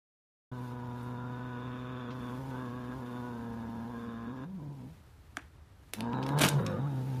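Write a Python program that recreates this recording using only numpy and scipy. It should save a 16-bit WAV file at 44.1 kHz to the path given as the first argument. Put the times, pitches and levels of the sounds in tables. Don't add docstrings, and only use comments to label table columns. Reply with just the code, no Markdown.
import sys
import numpy as np
from scipy import signal
from scipy.fft import rfft, irfft
from scipy.io import wavfile
from scipy.ndimage import uniform_filter1d

SR = 44100
rng = np.random.default_rng(int(sys.argv[2]) if len(sys.argv) > 2 else 0)


def bounce(signal):
    frames = np.transpose(np.atleast_2d(signal))
    limited = np.clip(frames, -1, 1)
    pcm = np.round(limited * 32767).astype(np.int16)
    wavfile.write(sys.argv[1], SR, pcm)


def invert_db(x):
    u = np.asarray(x, float) / 20
    return 10 ** u


N = 317520


def evened(x):
    return x / np.sqrt(np.mean(x ** 2) + 1e-20)


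def read(points, hz):
    f, value = np.transpose(points)
    return np.interp(np.log(hz + 1), np.log(f + 1), value)


def play(rows):
    s, *columns = np.transpose(rows)
    return [np.interp(np.arange(N) / SR, s, c) for c in columns]


def held(start, end, edge_s):
    t = np.arange(N) / SR
    return np.clip(np.minimum(t - start, end - t) / edge_s + .5, 0, 1)


def colour(x, points):
    return irfft(rfft(x) * invert_db(read(points, np.fft.rfftfreq(len(x), 1 / SR))), len(x))


def resonate(x, hz, width):
    turn = np.exp(2j * np.pi * np.cumsum(hz * np.ones(len(x))) / SR)
    r = np.exp(-np.pi * abs(width) / SR)
    smooth = signal.lfilter([(1 - r) ** 2], [1, -2 * r, r * r], x / turn)
    return 2 * (turn * smooth).real


def modes(x, table):
    return sum((-1) ** k * invert_db(db) * resonate(x, hz, width) for k, (hz, width, db) in enumerate(table))


def wander(seconds):
    span = max(round(seconds * SR), 1)
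    return evened(uniform_filter1d(uniform_filter1d(rng.standard_normal(N), span), span))


# start_s, effort_db, pitch_hz, chest_hum_db, mouth_opening_db
STEADY_GROWL = [(.55, -50.5, 124.2, -41.5, -8.5), (.75, -51, 122.4, -43, -6.5),
                (1.2, -50, 122.6, -41.5, -6.5), (1.75, -49, 125, -44.5, -3),
                (1.97, -48, 125.9, -44.5, -3.5), (2.06, -48.5, 121.9, -45.5, -3.5),
                (2.27, -48.5, 120.5, -44, -3.5), (2.38, -47.5, 128.8, -43.5, -8),
                (2.58, -47, 127.2, -43.5, -6), (2.69, -48, 121, -43, -7), (2.8, -48.5, 124.3, -45.5, -6.5),
                (2.9, -48, 123.5, -46.5, -6.5), (3.05, -49, 123, -48, -6), (3.17, -47.5, 122.3, -45, -6),
                (3.27, -47.5, 122.7, -47, -9), (3.39, -50, 115.3, -47, -7.5), (3.84, -50, 115, -47.5, -9),
                (4.02, -50, 116.9, -50.5, -6.5), (4.24, -50.5, 114.9, -50.5, -6.5),
                (4.445, -50, 134.1, -45.5, -5.5)]
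FADING_GROWL = [(4.459, -62, 172, -41.5, -18), (4.51, -62, 196.9, -44, -20),
                (4.572, -63, 186.7, -41, -21.5), (4.582, -60, 166.9, -40, -21.5),
                (4.6, -54.5, 143.6, -44, -22.5), (4.685, -58, 143.7, -43, -23.5),
                (4.698, -55.5, 142.8, -40.5, -19.5), (4.754, -60.5, 143, -45.5, -20.5),
                (4.822, -57, 124, -49, -20), (4.873, -61.5, 126.3, -48, -26), (4.913, -67, 169, -49.5, -24),
                (4.94, -74, 159.8, -56, -19), (4.955, -80, 105.4, -55, -19.5),
                (5.01, -83, 95.4, -59, -18.5)]
SNARL = [(5.958, -69, 99.84, -58, -4.5), (5.985, -48, 105.1, -48, -12), (6.046, -43.5, 117.1, -41, -11),
         (6.115, -44.5, 118.1, -45, -10), (6.14, -41.5, 128.9, -37, -6.5), (6.198, -41, 130.1, -38, -8.5),
         (6.272, -40, 133.3, -38.5, -9.5), (6.352, -34, 148.2, -29, -11.5), (6.426, -34, 146.1, -32.5, -17),
         (6.489, -40.5, 142.4, -38.5, -2), (6.521, -36.5, 143.7, -34, -12.5),
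         (6.55, -37, 145.3, -29.5, -16), (6.58, -38.5, 142.7, -24, -14.5), (6.593, -34.5, 137.8, -26.5, -9)]
RECOIL = [(6.61, -42.5, 111.1, -39.5, -9), (6.65, -43, 109, -34, -5.5), (6.68, -42.5, 107.9, -39, -3),
          (6.72, -41.5, 103, -40, -7.5), (6.755, -42.5, 102.2, -39, -10.5), (6.785, -43, 107.9, -44, -9),
          (6.805, -45.5, 134, -32, -9), (6.87, -46, 145.1, -33, -9), (6.93, -47, 133, -35, -11),
          (6.99, -47.5, 129.6, -32.5, -10), (7.03, -50.5, 124.8, -36.5, -11), (7.085, -49, 137.3, -34, -13),
          (7.14, -49, 127, -33.5, -10), (7.19, -49.5, 129.6, -33.5, -9)]
# centre_s, length_s, pitch_rise_hz
GULPS = [
    (2.156, 0.092, 6.5),
    (2.446, 0.12, 6.13),
    (2.978, 0.072, 9.1),
    (3.898, 0.07, 5.14),
    (4.34, 0.042, 7.6),
]


def phrases():
    def rest(s, row):
        return [(s, -95, row[2], -95, row[4])]

    pause = rest(5.06, FADING_GROWL[-1]) + rest(5.94, SNARL[0])
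    effort_db, hz, hum_db, mouth_db = play(STEADY_GROWL + FADING_GROWL + pause + SNARL + RECOIL)
    rise_hz = sum(up_hz * held(s - length / 2, s + length / 2, 0.0056) for s, length, up_hz in GULPS)
    return effort_db, hz + rise_hz, hum_db + 0.25 * rise_hz, mouth_db - 0.5 * rise_hz


def chest(turns, hum_db, octave_db, split_db, shimmer_db):
    sway = turns + .028 * wander(.009)
    tone = invert_db(hum_db + np.minimum(shimmer_db, 1.7) * wander(.007)) * np.cos(2 * np.pi * sway + .6)
    octave_turns = sway + .004 * split_db * wander(.008)
    tone += invert_db(octave_db + shimmer_db * wander(.007)) * np.cos(4 * np.pi * octave_turns - .9)
    half_lines = np.cos(3 * np.pi * turns) + invert_db(-6.5) * np.cos(7 * np.pi * turns)
    tone += invert_db(octave_db - 25 + split_db + 0.98 * wander(0.081)) * half_lines
    return np.sqrt(2) * tone


# start_s, share_of_first, place_in_cycle (0-1)
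REBOUND = [(.55, 0.19, 0.49), (1.2, 0.45, 0.51), (2, 0.15, 0.47), (2.6, 0.26, 0.44), (3.2, 0.17, 0.48),
           (3.5, 0.4, 0.47), (4, 0.31, .45), (4.45, 0.33, .45), (6, .2, 0.5), (7.2, 0.33, 0.44)]


def fold_drive(turns, hz, split_db, shimmer_db, rough):
    cycle = np.maximum.accumulate(turns + .014 * wander(.004)).astype(int)
    strength = invert_db(.9 * rng.uniform(-1, 1, N)[cycle] * shimmer_db)
    strength = strength * invert_db(-.22 * np.minimum(split_db, 20) * (cycle % 2))
    share, place = play(REBOUND)
    second_cycle = np.maximum.accumulate(turns - place + 1).astype(int)
    first = np.diff(cycle, prepend=0)
    second = np.diff(second_cycle, prepend=0)
    slaps = evened((first + share * second) * strength / np.sqrt(hz))
    single_slaps = evened(first * strength / np.sqrt(hz))
    puffs = evened((.45 + np.exp(-(turns % 1) / .4)) * rng.standard_normal(N))
    drive = np.sqrt(1 - rough) * slaps + np.sqrt(rough) * puffs
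    deep = np.sqrt(1 - rough) * single_slaps + np.sqrt(rough) * puffs
    airy = np.sqrt(.85) * drive + np.sqrt(.15) * puffs
    return drive, deep, airy, puffs


# centre_hz, width_hz, level_db
LOWER_THROAT = [(367.5, 71, 1.5), (471.6, 92, 2.5), (650, 394, -6)]
# centre_hz, width_hz, level_db
UPPER_THROAT = [(1274, 250, 5.5), (1470, 120, 4.5), (1640, 190, 4.5), (2500, 1460, -6.5)]
# start_s, nose_hz, nose_db, favoured_mouth_hz, mouth_lift_db
TONGUE = [(.55, 994, 3.5, 1525, 5), (.82, 950, 6, 1470, 7), (.95, 963, 4.5, 1344, 2),
          (1.25, 978, 4.5, 1384, 6), (1.38, 976, 3.5, 1500, 8), (1.6, 1004, 3.5, 1467, 9),
          (1.88, 1046, 1, 1507, 0), (2.34, 1025, 4.5, 1557, 1), (2.42, 969.4, -1, 1470, 4),
          (2.53, 935.6, 3, 1495, 8), (2.62, 1046, 4, 1640, 1), (2.92, 1040, 1, 1640, -3),
          (2.98, 960, 2.5, 1460, 9), (3.08, 1020, 2, 1450, 6.5), (3.3, 986, 4.5, 1460, 12),
          (3.44, 963.3, 2.5, 1635, -1), (3.86, 930.5, 4, 1660, -6), (4.0, 1050, 1.5, 1610, 4),
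          (4.19, 1070, 2, 1657, -2.5), (4.42, 1001, 2.5, 1640, -5), (4.9, 944, 0, 1497, 5),
          (5.97, 954, 2.5, 1601, 1.5), (6.15, 933, 7, 1630, -2), (6.35, 958, 3, 1630, -7),
          (6.55, 950.5, 0, 1550, 11), (6.6, 1038, 0, 1346, 4), (6.65, 1040, 2, 1340, 1),
          (6.665, 1148, -1, 1430, 0), (6.7, 1100, 7, 1440, 11), (6.715, 900, -2, 1241, 6),
          (6.78, 915, -6, 1202, 12), (6.8, 920, 3, 1185, -1), (6.86, 878, 1, 1130, 16),
          (6.88, 893, 0.5, 1450, 6), (7.2, 896, 1.5, 1454, 2)]
# start_s, centre_hz, level_db
LIPS = [(.55, 3600, 3), (.75, 3680, -0.5), (1.2, 3660, 1), (1.45, 3610, 0.5), (2.0, 3510, 2),
        (2.3, 3500, 2.5), (2.46, 3500, 2), (2.63, 3580, 0), (3.1, 3600, 1), (3.6, 3620, 1), (3.95, 3550, 3),
        (4.44, 3630, 0), (5.95, 3799, -4), (6.12, 3850, 2), (6.14, 3900, 5), (6.22, 3870, 1),
        (6.26, 3880, 4), (6.36, 3796, 1), (6.6, 3830, 5), (6.8, 3773, 5.5), (7.2, 3730, 0)]


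def throat(drive, deep, airy, puffs, mouth_db, jaw, gape):
    nose_hz, nose_db, tongue_hz, tongue_db = play(TONGUE)
    lower = evened(modes(deep, LOWER_THROAT) - invert_db(nose_db) * resonate(drive, nose_hz, 189))
    cheek_hz = 456 + 83.96 * gape
    cheek_db = -97 + 104.5 * jaw
    lower += invert_db(cheek_db) * evened(resonate(drive, cheek_hz, 99)) / 3

    favoured = invert_db(tongue_db + 8.0) * resonate(drive, tongue_hz, 78)
    upper = evened(modes(airy, UPPER_THROAT) + favoured)
    rasp_hz, rasp_width_hz, rasp_db = 2514, 784, -10.5
    upper += invert_db(rasp_db + 0.58 * (mouth_db + 10.5)) * evened(resonate(airy, rasp_hz, rasp_width_hz))
    teeth_db = -17 - 7 * gape + .9 * (mouth_db + 8) + 1.2 * wander(.01)
    lips_hz, lips_db = play(LIPS)
    teeth = resonate(airy + .5 * puffs, lips_hz + 25 * wander(0.034), 280)
    upper += invert_db(teeth_db + lips_db) * evened(teeth)
    return lower, upper


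# start_s, drop (0-1)
JAW = [
    (5.8, 0.34),
    (5.95, 0.67),
    (6.56, 0.73),
    (6.6, 1),
    (6.77, 0.99),
    (6.8, 0.66),
    (7.2, 0.58),
]
# octave_hz, level_db (re effort)
OCTAVE = [(200, 8), (232, 8), (246, 4.5), (264, 1), (285, -2), (296, -4.5), (370, -13)]
# start_s, end_s, octave_loss_db (added), half_line_gain_db
SPLITS = [
    (4.271, 4.454, 4, 5),
    (4.61, 4.902, -1, 12.5),
    (6.123, 6.337, 0, 17.5),
    (6.34, 6.61, -18.5, 33),
    (6.603, 6.79, -5, 23),
    (6.797, 7.299, 1.5, 14.5),
]


def growl():
    effort_db, hz, hum_db, mouth_db = phrases()
    jaw = np.clip(play(JAW)[0], 0, 1)
    gape = np.clip(4 * jaw - 3, 0, 1)
    shut = np.clip((-mouth_db - 14) / 8, 0, 1)
    loss_db, split_db = sum(np.outer(row[2:], held(*row[:2], 0.0076)) for row in SPLITS)
    octave_db = effort_db + read(OCTAVE, 2 * hz) + 8 * shut + loss_db
    rough = .13 + .3 * shut + .36 * jaw ** 5
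    shimmer_db = 1.2 + 2.5 * rough
    turns = np.cumsum(hz * (1 + (.008 + .03 * rough) * wander(.014))) / SR
    tone = chest(turns, hum_db, octave_db, split_db, shimmer_db)
    source = fold_drive(turns, hz, split_db, shimmer_db, rough)
    lower, upper = throat(*source, mouth_db, jaw, gape)
    return tone, -invert_db(effort_db) * (lower + invert_db(mouth_db) * upper)


# centre_hz, level_db (per Hz)
RUMBLE = [(15, -55), (25, -21), (70, 1.5), (221, -20), (319, -20.5), (579, -27), (958, -27), (1100, -28),
          (1260, -28.5), (1950, -33.5), (2290, -38), (6000, -47), (7800, -61), (13200, -120)]
# centre_hz, level_db
FIZZ_LOW = [(2400, -0.5), (4100, -3), (6600, -8), (7300, -8), (8000, -17.5), (9000, -60)]
# centre_hz, level_db
FIZZ_HIGH = [(7000, -16), (8300, -3), (9000, 0), (12800, -1), (14900, -3.5), (16000, -22)]
# centre_s, length_s, fizz_db
BRUSHES = [
    (0.65, 0.25, -70.5),
    (1.02, 0.39, -71.5),
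    (2.406, 0.72, -68.5),
    (3.098, 1, -71),
    (3.796, 1, -75),
    (4.85, 0.39, -76),
    (5.971, 0.1, -59),
    (6.284, 0.14, -73),
    (6.56, 0.55, -64),
    (7.157, 0.82, -65.5),
]
# start_s, top_edge_hz, hiss_db
TREBLE = [(.5, 15010, 1.5), (1.15, 15050, -0.5), (1.3, 15000, 0.5), (2.08, 15000, -0.5), (2.12, 15050, 0),
          (5.36, 15050, 0), (5.365, 13600, 9), (5.385, 13800, -1), (5.41, 14600, 1), (5.6, 14300, -3.5),
          (5.8, 14300, -0.5), (5.91, 15070, 1), (5.925, 16100, -8), (5.945, 16050, 9), (5.96, 14900, -1.5),
          (6.38, 14900, 3.5), (6.39, 15400, 0), (6.5, 15300, 2), (6.52, 15050, -1.5), (7.2, 15050, 0.5)]


def air():
    t = np.arange(N) / SR
    swell_db = 1.0 * wander(.04)
    rumble = invert_db(-56.5 + swell_db) * evened(colour(rng.standard_normal(N), RUMBLE))
    effort_db = np.minimum(phrases()[0], -48)
    brush = sum(invert_db(db) * np.cos(np.pi * np.clip((t - s) / length, -.5, .5)) for s, length, db in BRUSHES)
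    fizz = np.zeros(N)
    for band, rest_db, breath_db, brush_db in ((FIZZ_LOW, -72.5, -20, 4.5), (FIZZ_HIGH, -78.5, -43, -1.5)):
        breath = invert_db(effort_db + breath_db)
        level = np.sqrt(invert_db(rest_db) ** 2 + breath ** 2 + (invert_db(brush_db) * brush) ** 2)
        fizz += level * evened(colour(rng.standard_normal(N), band))
    flutter_db = 0.35 * swell_db + 0.61 * wander(0.0064) + play(TREBLE)[1]
    band_hiss = evened(resonate(rng.standard_normal(N), 7800, 900))
    fizz += invert_db(-87) * held(4.55, 8, .2) * band_hiss
    return rumble + invert_db(flutter_db) * fizz


# start_s, peak_db, crease_pitch_hz, level_over_6_khz_db (re peak), burst_t60_s
SNAPS = [(1.03, -61, 5000, 8, 0.036), (2.106, -45, 2962, -29, 0.17), (5.3692, -34.5, 2310, -8, 0.027),
         (5.385, -41, 1300, -25, .02), (5.392, -42, 1500, -25, 0.023), (5.417, -50, 2000, -17, 0.019),
         (5.425, -56, 2000, -20, .015), (5.9356, -21, 2630, -3, 0.012), (5.9379, -34, 3207, -3, 0.018),
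         (6.0066, -24, 2589, -9, 0.013), (6.018, -46, 2500, -25, .012), (6.1324, -33, 2370, -28, 0.013),
         (6.127, -51, 3500, -25, .02), (6.045, -47, 3002, -27, .015), (6.158, -51, 3800, -25, .012),
         (6.187, -47, 2600, -25, .012), (6.2287, -30, 2500, -21, 0.015), (6.235, -38.5, 3500, -22, .03),
         (6.2645, -31, 3016, -14, 0.021), (6.283, -53, 7000, 1, .03), (6.2896, -32.5, 2390, -8.5, 0.018),
         (6.378, -33, 2500, -25, 0.016), (6.3882, -23.5, 2800, -1, 0.014), (6.394, -22, 3100, -5, 0.015),
         (6.4148, -19.5, 2730, -0.5, 0.02), (6.4361, -16, 2800, -17, 0.033),
         (6.447, -16.5, 2000, -22, 0.022), (6.453, -31, 3050, -5, 0.016), (6.462, -24, 3122, -13, 0.024),
         (6.479, -24, 3200, -14, 0.016), (6.486, -22.5, 3250, -11, 0.025), (6.487, -23.5, 7200, -3, 0.036),
         (6.596, -31, 860, -40, 0.022), (6.6644, -28.5, 3500, -10, 0.024)]
# pitch_factor, width_factor (on pitch), level_db
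FILM = [(.55, .6, -8), (1, .7, 0), (1.7, .9, -8)]
# centre_hz, width_hz, level_db
EDGE = [(5500, 2500, -9), (9000, 3500, 0), (12500, 3000, -7), (14800, 1500, -10)]


def snaps():
    out, t = np.zeros(N + 4000), np.arange(4000) / SR
    chance = rng.standard_normal((len(SNAPS), 4000))
    for (s, db, hz, high_db, t60), jolts in zip(SNAPS, chance):
        fizz = jolts * invert_db(-60 * t / max(t60, .002)) * np.minimum(t / 0.00034, 1)
        click = (np.arange(4000) == 20) * 5 * (.02 / max(t60, .006)) ** 2
        burst = fizz + click
        body = modes(burst, [(hz * f, hz * width, d) for f, width, d in FILM])
        late = np.roll(burst, round(0.0027 * SR))
        push = resonate(burst, 620, 540) + invert_db(5.0) * resonate(resonate(late, 314.0, 170), 283.0, 180)
        edge = modes(fizz + .15 * click, EDGE)
        levels = ((0, body), (-13.5, push), (high_db, edge))
        parts = [invert_db(d) * p / abs(p).max() for d, p in levels]
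        out[round(s * SR) - 10:][:4000] += invert_db(db) * sum(parts)
        lead_in = np.diff(jolts[-401:]) * np.exp((t[:400] - t[400]) / 0.0019)
        out[round(s * SR) - 400:][:400] += invert_db(db - 31) * lead_in
    return out[:N]


# centre_hz, width_hz, level_db
TAUT = [(290, 100, -10.5), (690, 160, -8.5), (1220, 330, -5), (1500, 350, 5.5), (2320, 250, -2.5),
        (3100, 350, -12), (3410, 260, -6.5), (4160, 460, -19), (5150, 400, -17), (5930, 600, -12),
        (6900, 900, -13), (7730, 500, -20), (8990, 600, -11), (11000, 2500, -20)]


def flick():
    clicks = np.zeros(3000)
    clicks[[10, 56]] = 1, .6
    ring = np.zeros(3000)
    for k, (hz, width, db) in enumerate(TAUT):
        lag = round(0.86 * SR / hz) * (hz < 1000)
        ring += (-1) ** k * invert_db(db) * resonate(np.roll(clicks, lag), hz, width) / width
    out = np.zeros(N)
    out[round(5.3698 * SR) - 10:][:3000] = invert_db(-21) * ring / abs(ring).max()
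    return out


# start_s, crackle_db, treble_db (re crackle)
SWAT = [(6.365, -68, -6), (6.385, -46, -4), (6.405, -44, -6), (6.413, -31, -3), (6.423, -29, 0),
        (6.428, -38, 5), (6.434, -37, 3), (6.437, -27, -3), (6.443, -29, 1), (6.446, -33.5, -2),
        (6.449, -27, 2), (6.454, -31, -2), (6.457, -34.5, -6), (6.462, -32, -2), (6.468, -32.5, 1),
        (6.473, -40, -6), (6.481, -40, 1), (6.485, -42, -6), (6.497, -53, 0), (6.505, -79, 0),
        (6.56, -71, 0)]
# centre_hz, level_db (per Hz)
CRUMPLE = [(120, -8), (200, -1), (304, -3), (479, -38), (653, -1), (755, -31), (827, -8.5), (1590, -9),
           (1780, -15), (2850, -10.5), (4030, -17), (11000, -20), (15500, -28)]
# start_s, peak_db, pitch_hz
PAW = [
    (6.418, -22, 300),
    (6.437, -28, 427),
    (6.444, -19, 325),
    (6.456, -27, 258),
]


def swat():
    t = np.arange(N) / SR
    ticks = (rng.random(N) < 6000 / SR) * rng.standard_normal(N)
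    ticks = ticks * invert_db(3.0 * np.minimum(rng.exponential(1, N), 3))
    before, after = [(SWAT[0][0] - .01, -95, 0)], [(SWAT[-1][0] + .04, -95, 0)]
    force_db, treble_db = play(before + SWAT + after)
    spray = evened(colour(ticks, CRUMPLE))
    dull = signal.sosfiltfilt(signal.butter(2, 4500, fs=SR, output="sos"), spray)
    thuds = np.zeros(N)
    for s, db, hz in PAW:
        since = np.maximum(t - s, 0)
        thuds += invert_db(db - 60 * since / .03) * np.sin(2 * np.pi * hz * since)
    return invert_db(force_db + 6.5) * (dull + invert_db(treble_db) * (spray - dull)) + thuds


# centre_hz, t60_s
ROOM = [(200, 0.43), (1000, 0.2), (4000, 0.3), (12000, 0.18)]
# centre_hz, level_db
WALLS = [(200, 2.5), (1500, 0), (4000, -1), (12000, -3)]


def room(x):
    hz, t, z = signal.stft(rng.standard_normal(SR // 2), SR, nperseg=256)
    decay_db = read(WALLS, hz)[:, None] - 60 * t / read(ROOM, hz)[:, None]
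    tail = signal.istft(z * invert_db(decay_db), SR, nperseg=256)[1]
    gap_s = 0.0086
    tail = tail * np.clip(np.arange(len(tail)) / SR / gap_s - .5, 0, 1)
    return signal.fftconvolve(x, tail / np.linalg.norm(tail))[:N]


def scene():
    tone, buzz = growl()
    bag = snaps() + swat()
    tap = flick()
    wet = room(invert_db(-13) * buzz + invert_db(-13.5) * bag + invert_db(-17.0) * tap)
    near = buzz + bag + tap + wet
    bass_cut = signal.butter(3, 80, "high", fs=SR, output="sos")
    return (signal.sosfiltfilt(bass_cut, tone) + signal.sosfilt(bass_cut, near) + air())[None]


def gate(x):
    hz, t, z = signal.stft(x, SR, nperseg=1024)
    power = abs(z) ** 2
    near_power = uniform_filter1d(uniform_filter1d(power, size=2, axis=1), size=3, axis=2)
    power_db = 10 * np.log10(abs(near_power) + 1e-20)
    around_db = uniform_filter1d(uniform_filter1d(power_db, size=25, axis=1), size=5, axis=2)
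    masked = 10 * np.log10(2 * power.sum(1, keepdims=True) / 1.5 + 1e-20) > -52
    floor_db = -108
    limit_db = np.maximum(floor_db, np.where(masked, around_db - 2.5, floor_db))
    treble = np.clip(hz / 3500 - .5, 0, 1)[:, None]
    weak = np.clip((limit_db - power_db) / 4 + .5, 0, 1) * treble
    s, top_hz, _ = np.transpose(TREBLE)
    over = np.clip((hz[:, None] - np.interp(t, s, top_hz)) / 300 + .5, 0, 1)
    return signal.istft(z * invert_db(-14 * weak - 30 * over), SR, nperseg=1024)[1][:, :N]


def roll_off(x):
    return signal.sosfilt(signal.butter(12, 16180, fs=SR, output="sos"), x)


def record(dry):
    limited = .3 * np.tanh(dry / .3)
    top_cut = signal.firwin(511, 15900, window=("kaiser", 7), fs=SR)[None]
    start = np.clip((np.arange(N) / SR - 0.5148) / 0.0038, 0, 1)
    mix = gate(signal.oaconvolve(limited, top_cut, "same")) * start
    return roll_off(mix)


dry = scene()
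out = record(dry)
bounce(out)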